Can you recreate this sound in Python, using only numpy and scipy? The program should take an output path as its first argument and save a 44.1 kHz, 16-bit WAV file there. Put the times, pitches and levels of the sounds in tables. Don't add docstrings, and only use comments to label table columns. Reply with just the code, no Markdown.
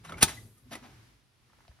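import sys
import numpy as np
from scipy import signal
from scipy.fft import rfft, irfft
from scipy.io import wavfile
from scipy.ndimage import uniform_filter1d

SR = 44100
rng = np.random.default_rng(int(sys.argv[2]) if len(sys.argv) > 2 else 0)


def to_wav(s):
    ch = np.atleast_2d(s).T
    pcm = np.round(np.clip(ch, -1, 1) * 32767)
    wavfile.write(sys.argv[1], SR, pcm.astype(np.int16))


N = 79380
T = np.arange(N) / SR
HZ = np.fft.rfftfreq(2 * N, 1 / SR)

# f/Hz, relative level/dB
METAL_FRICTION = [(30, -28), (120, -12.5), (350, -6), (600, -5.5), (950, -1), (1350, -0.5), (2500, -2),
                  (4000, -9.5), (6200, -7.5), (10000, -7), (12500, -17), (15500, -27)]
# f/Hz, relative level/dB
SOFT_FRICTION = [(30, -26.5), (90, -12), (240, 5.5), (520, -8.5), (690, -2), (1000, -1.5), (1950, -2.5),
                 (3500, -6.5), (6000, -8.5), (8000, -15.5), (11000, -13), (15500, -27)]


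def hood_clack():
    # t/s, relative level/dB, tilt/(dB per octave)
    contacts = [(0.2240, -9, -1), (0.227, -2, 2), (0.2281, 2.5, 3), (0.2316, -5, -2), (0.2339, -7, 0),
                (0.2361, -7.5, -1)]
    # f/Hz, relative level/dB
    spectrum = [(40, -29), (150, -4.5), (380, -9), (540, -15.5), (780, 0), (1020, -10), (1400, -2.5),
                (2100, -4.5), (3000, -2.5), (4000, 1.5), (6000, 1), (7000, -3), (8000, -2), (9400, 3),
                (11700, -11), (13000, -10), (15500, -13)]
    rise_s = .0005
    out = np.zeros(N)
    for start, db, tilt_db in contacts:
        crack = colour(rng.standard_normal(N), spectrum, tilt_db)
        crack *= ramp(start, rise_s) * decay(start, t60=.016)
        snap = colour(np.sinc((T - start - rise_s) * SR), spectrum, tilt_db)
        out += amp(db - 9) * (crack + amp(5) * snap / abs(snap).max())
    return mic_pair(out)


def ring_and_thump():
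    # f/Hz, level/dB, t60/s
    hood_modes = [(745, -29, .05), (890, -28, .09), (1205, -30, .04), (1272, -20.5, .045), (1512, -28, .07),
                  (1688, -27, .06), (2460, -26, .07), (2630, -20, .05), (3413, -23, .05), (4123, -25, .04),
                  (6060, -20, .045), (6240, -23, .045), (8570, -30, .05), (9120, -22, .04),
                  (9305, -17, .048), (9710, -20, .052), (10138, -20, .052), (11078, -26, .05),
                  (13850, -28, .04), (14950, -20, .03), (15400, -25, .025)]
    # f/Hz, level/dB, t60/s
    ring_modes = [(8080, -57, 1.2), (8140, -65, 1.2), (8866, -65, .8), (9330, -58, .6), (9846, -59, .75),
                  (10331, -52, .7), (10890, -63, 1.1), (11255, -64, 1.15), (11289, -60, 1.1),
                  (11693, -60, 1.2), (12312, -61, 1.0)]
    # f/Hz, level/dB, t60/s
    table_modes = [(58.7, -38, 0.099), (108, -29.5, .07), (163, -17.5, 0.023), (355, -23, 0.032)]
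    strike_s, thump_s, split_hz = .2278, .2316, 9
    clang, ring = np.zeros((2, N))
    for row in hood_modes:
        clang += rng.choice([-1, 1]) * mode(strike_s + rng.uniform(-.001, .001), *row)
    for hz, db, t60 in ring_modes:
        twin_hz = hz + split_hz * rng.uniform(.54, .97)
        ring += mode(strike_s, hz, db, t60) + .35 * mode(strike_s, twin_hz, db, t60)
    thump = sum(mode(thump_s, *row) for row in table_modes)
    return mic_pair(amp(2.5) * clang + amp(-1) * ring - thump)


def tank_thud():
    # t/s, level/dB, tilt/(dB per octave)
    blows = [(.230, -28, 0.5)]
    # f/Hz, relative level/dB
    spectrum = [(60, -8.5), (110, 0.5), (200, -4), (380, -2), (520, -21.5), (800, -2), (1300, -34.5)]
    return taps(blows, spectrum, rise_s=.002, t60=.15)


def hood_scrapes():
    # t/s, rise/s, 30 dB fall/s, level/dB, tilt/(dB per octave)
    strokes = [(.036, 0.01565, 0.14, -49.5, -2), (.088, 0.0095, 0.12, -48, -4.5),
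               (.116, 0.013, 0.097, -46.5, -9.5), (.166, .018, .10, -47.5, -1.5),
               (.206, 0.021, .02, -27, 0.5), (.274, 0.0072, 0.1, -37, 0), (.570, 0.013, .06, -66, 7.5)]
    # t/s, f/Hz, length/s, level/dB
    squeaks = [(.045, 1150, 0.015, -47.5), (.074, 3950, .028, -57), (.178, 2350, 0.018, -51),
               (.367, 1993, 0.027, -47), (.570, 1240, 0.023, -68.5)]
    return rubbing(strokes, METAL_FRICTION) + wavering_tones(squeaks, wobble=.018)


def loose_parts():
    # t/s, f/Hz, level/dB, t60/s
    clinks = [(0.0931, 1396, -35.5, 0.036), (0.0946, 3750, -42, 0.023), (.1205, 3340, -39, .02),
              (.1208, 1293, -31, .03), (.1415, 2179, -37, 0.034), (.1805, 1444, -44.5, .05),
              (.7505, 1977, -40, 0.062)]
    # t/s, level/dB, tilt/(dB per octave)
    touches = [(.047, -46.5, -0.5), (.0935, -43, -1), (.1205, -40.5, -2), (.282, -35.5, 1.5),
               (.295, -36, 0), (.7295, -43, 3), (.7505, -34.5, -0.9)]
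    notes = sum(ramp(start, rise_s=.0017) * mode(start, hz, db, t60) for start, hz, db, t60 in clinks)
    return mic_pair(notes) + taps(touches, METAL_FRICTION, rise_s=.0037, t60=.04)


def shuffle():
    # t/s, rise/s, 30 dB fall/s, level/dB, tilt/(dB per octave)
    scuffs = [(.706, 0.024, 0.074, -40.5, -0.5), (.749, 0.0052, 0.0806, -47, -5.5),
              (.822, 0.015, 0.2, -50.5, -3.5)]
    # t/s, f/Hz, length/s, level/dB
    groans = [(.03, 166, 0.18, -52.5), (.128, 55.8, 0.064, -43.5), (.645, 248.6, 0.0623, -54.5),
              (.700, 232, 0.0584, -49), (.805, 246.5, 0.071, -50)]
    return rubbing(scuffs, SOFT_FRICTION) + wavering_tones(groans, wobble=.015)


def ticks_and_bumps():
    # t/s, level/dB, tilt/(dB per octave)
    tick_hits = [(1.498, -56, -5.5), (1.532, -57, 1), (1.586, -52, 1), (1.606, -55.5, 4),
                 (1.650, -56.5, -4.5), (1.714, -56.5, -2.5), (1.788, -57.5, -0.5)]
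    # f/Hz, relative level/dB
    tick_spectrum = [(200, -12), (600, -3), (1000, 4), (1800, -0.5), (2800, -29), (8000, -35)]
    # t/s, level/dB, tilt/(dB per octave)
    click_hits = [(1.6798, -49.5, -0.5)]
    # f/Hz, relative level/dB
    click_spectrum = [(900, -3), (2200, -2), (4500, 3), (7000, -25)]
    # t/s, f/Hz, level/dB, t60/s
    bump_modes = [(.716, 684.5, -45.5, 0.19), (1.681, 671, -52, 0.0402), (1.693, 66.5, -40.5, 0.1)]
    rise_s = .000548
    ticks = taps(tick_hits, tick_spectrum, rise_s, t60=.022)
    click = taps(click_hits, click_spectrum, rise_s, t60=.009)
    return ticks + click + mic_pair(sum(mode(*row) for row in bump_modes))


def workshop(x):
    # f/Hz, t60/s
    tail_times = [(100, 0.54), (500, 0.5), (2000, 0.33), (6000, 0.48), (14000, 1.26)]
    # f/Hz, level/dB
    tail_levels = [(100, -18), (1000, -11), (4000, -14), (9000, -27.5), (15000, -34)]
    # f/Hz, side level/dB
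    width = [(100, -15), (400, -9), (1500, -5.5), (6000, -1)]
    hz, t, bands = signal.stft(rng.standard_normal((2, SR)), SR, nperseg=256)
    t60 = read(tail_times, hz)[:, None]
    fade = np.exp(-np.log(1000) * t / t60) * np.sqrt(2 * np.log(1000) / (t60 * SR))
    tail = signal.istft(bands * fade * amp(read(tail_levels, hz))[:, None], SR, nperseg=256)[1]
    early = rng.standard_normal((2, N)) * decay(.0037, t60=.08)
    early *= amp(-8.5) / np.linalg.norm(early[0])
    left, right = filtered(x, rfft(tail, 2 * N) + rfft(early, 2 * N))
    return mid_side(left + right, filtered(left - right, amp(read(width, HZ)))) / 2


def background():
    # t/s, level/dB
    rumble_levels = [(0, -57.5), (.08, -56), (.16, -45), (.21, -46.5), (.27, -49.5), (.35, -51.5),
                     (.46, -51.5), (.56, -64.5), (.68, -59.5), (.87, -58), (1.0, -58.5), (1.25, -72),
                     (1.6, -67.5), (1.8, -69)]
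    # f/Hz, relative level/dB
    rumble_spectrum = [(20, -23.5), (55, 2), (78, -4), (115, 4), (150, -5.5), (250, -11.5), (400, -15.5),
                       (700, -31), (2000, -64)]
    # t/s, level/dB
    rustle_levels = [(0, -69.5), (.3, -62), (.52, -75.5), (.64, -76), (.72, -64.5), (.95, -65), (1.08, -67),
                     (1.28, -80), (1.45, -74.5), (1.6, -70), (1.8, -72)]
    # f/Hz, relative level/dB
    air_spectrum = [(25, 5), (60, 12.5), (120, 9), (200, -8), (700, -8), (4500, -9.5), (7500, -20),
                    (10500, -14.5), (13000, -26.5), (15500, -32.5)]
    rumble = fader(rumble_levels) * stereo_noise(rumble_spectrum, side_db=-18)
    rustle = fader(rustle_levels) * stereo_noise(SOFT_FRICTION, side_db=-1)
    return rumble + rustle + amp(-71.5) * stereo_noise(air_spectrum, side_db=-3)


def mic_pair(x):
    # f/Hz, lead of the left/rad
    phase = [(100, 0), (5300, 1.15), (6500, -2.5), (8000, -3.5), (11000, -6), (14200, -9)]
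    # f/Hz, left minus right/dB
    balance = [(100, 0.2), (700, 2), (1300, -3), (2500, 0), (3600, 6), (5000, 0), (6200, 3), (9000, -0.5),
               (15000, 1)]
    half = np.exp(.5j * read(phase, HZ)) * amp(read(balance, HZ) / 2)
    return filtered(x, np.array([half, 1 / half]))


def rubbing(strokes, spectrum):
    grains_per_s, spread_db, side_db = 9000, 2.5, -11.5
    out = np.zeros((2, N))
    for start, rise, fall, db, tilt_db in strokes:
        size = amp(spread_db * np.minimum(rng.exponential(1, (2, N)), 4))
        grains = size * rng.choice([-1, 1], (2, N)) * (rng.random((2, N)) < grains_per_s / SR)
        swell = np.where(T < start + rise, ramp(start, rise), decay(start + rise, 2 * fall))
        out += amp(db) * swell * colour(grains, spectrum, tilt_db)
    return mic_pair(out[0]) + amp(side_db) * mid_side(0, out[1])


def wavering_tones(rows, wobble):
    out = np.zeros(N)
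    for start, hz, length, db in rows:
        pitch = hz * (1 + wobble * unit(uniform_filter1d(rng.standard_normal(N), size=40)))
        swell = np.sin(np.pi * ramp(start, length))
        out += amp(db) * swell * np.sin(2 * np.pi * np.cumsum(pitch) / SR)
    return mic_pair(out)


def taps(rows, spectrum, rise_s, t60):
    out = np.zeros(N)
    for start, db, tilt_db in rows:
        burst = colour(rng.standard_normal(N), spectrum, tilt_db)
        out += amp(db) * burst * ramp(start, rise_s) * decay(start, t60)
    return mic_pair(out)


def mode(start, hz, db, t60):
    return amp(db) * decay(start, t60) * np.sin(2 * np.pi * hz * (T - start))


def stereo_noise(spectrum, side_db):
    mid, side = colour(rng.standard_normal((2, N)), spectrum)
    return mid_side(mid, amp(side_db) * side)


def mid_side(mid, side):
    return np.array([mid + side, mid - side])


def colour(x, spectrum, tilt_db=0):
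    return unit(filtered(x, amp(read(spectrum, HZ) + tilt_db * np.log2(np.maximum(HZ, 500)))))


def filtered(x, response):
    return irfft(rfft(x, 2 * N) * response)[..., :N]


def read(points, hz):
    f, value = np.transpose(points)
    return np.interp(np.log(hz + 1), np.log(f), value)


def fader(points):
    return amp(np.interp(T, *np.transpose(points)))


def ramp(start, rise_s):
    return np.clip((T - start) / rise_s, 0, 1)


def decay(start, t60):
    return (T >= start) * np.exp(-np.log(1000) * np.maximum(T - start, 0) / t60)


def amp(db):
    return 10 ** (np.asarray(db) / 20)


def unit(x):
    return x / np.sqrt(np.mean(x ** 2) + 1e-20)


def scene():
    lantern = hood_clack() + tank_thud() + hood_scrapes() + loose_parts()
    movement = shuffle() + ticks_and_bumps()
    ringing = ring_and_thump()
    reflections = workshop(lantern + movement + amp(-5) * ringing)
    return lantern + movement + ringing + reflections + background()


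def record(dry):
    low_cut_hz, ceiling, edge_hz = 50, .8, 15900
    thinned = signal.sosfilt(signal.butter(2, low_cut_hz, "high", fs=SR, output="sos"), dry)
    rounded = thinned / (1 + (thinned / ceiling) ** 8) ** (1 / 8)
    band_limit = signal.firwin(511, edge_hz, window=("kaiser", 9), fs=SR)
    return signal.oaconvolve(rounded, band_limit[None], "same")


dry = scene()
out = record(dry)
to_wav(out)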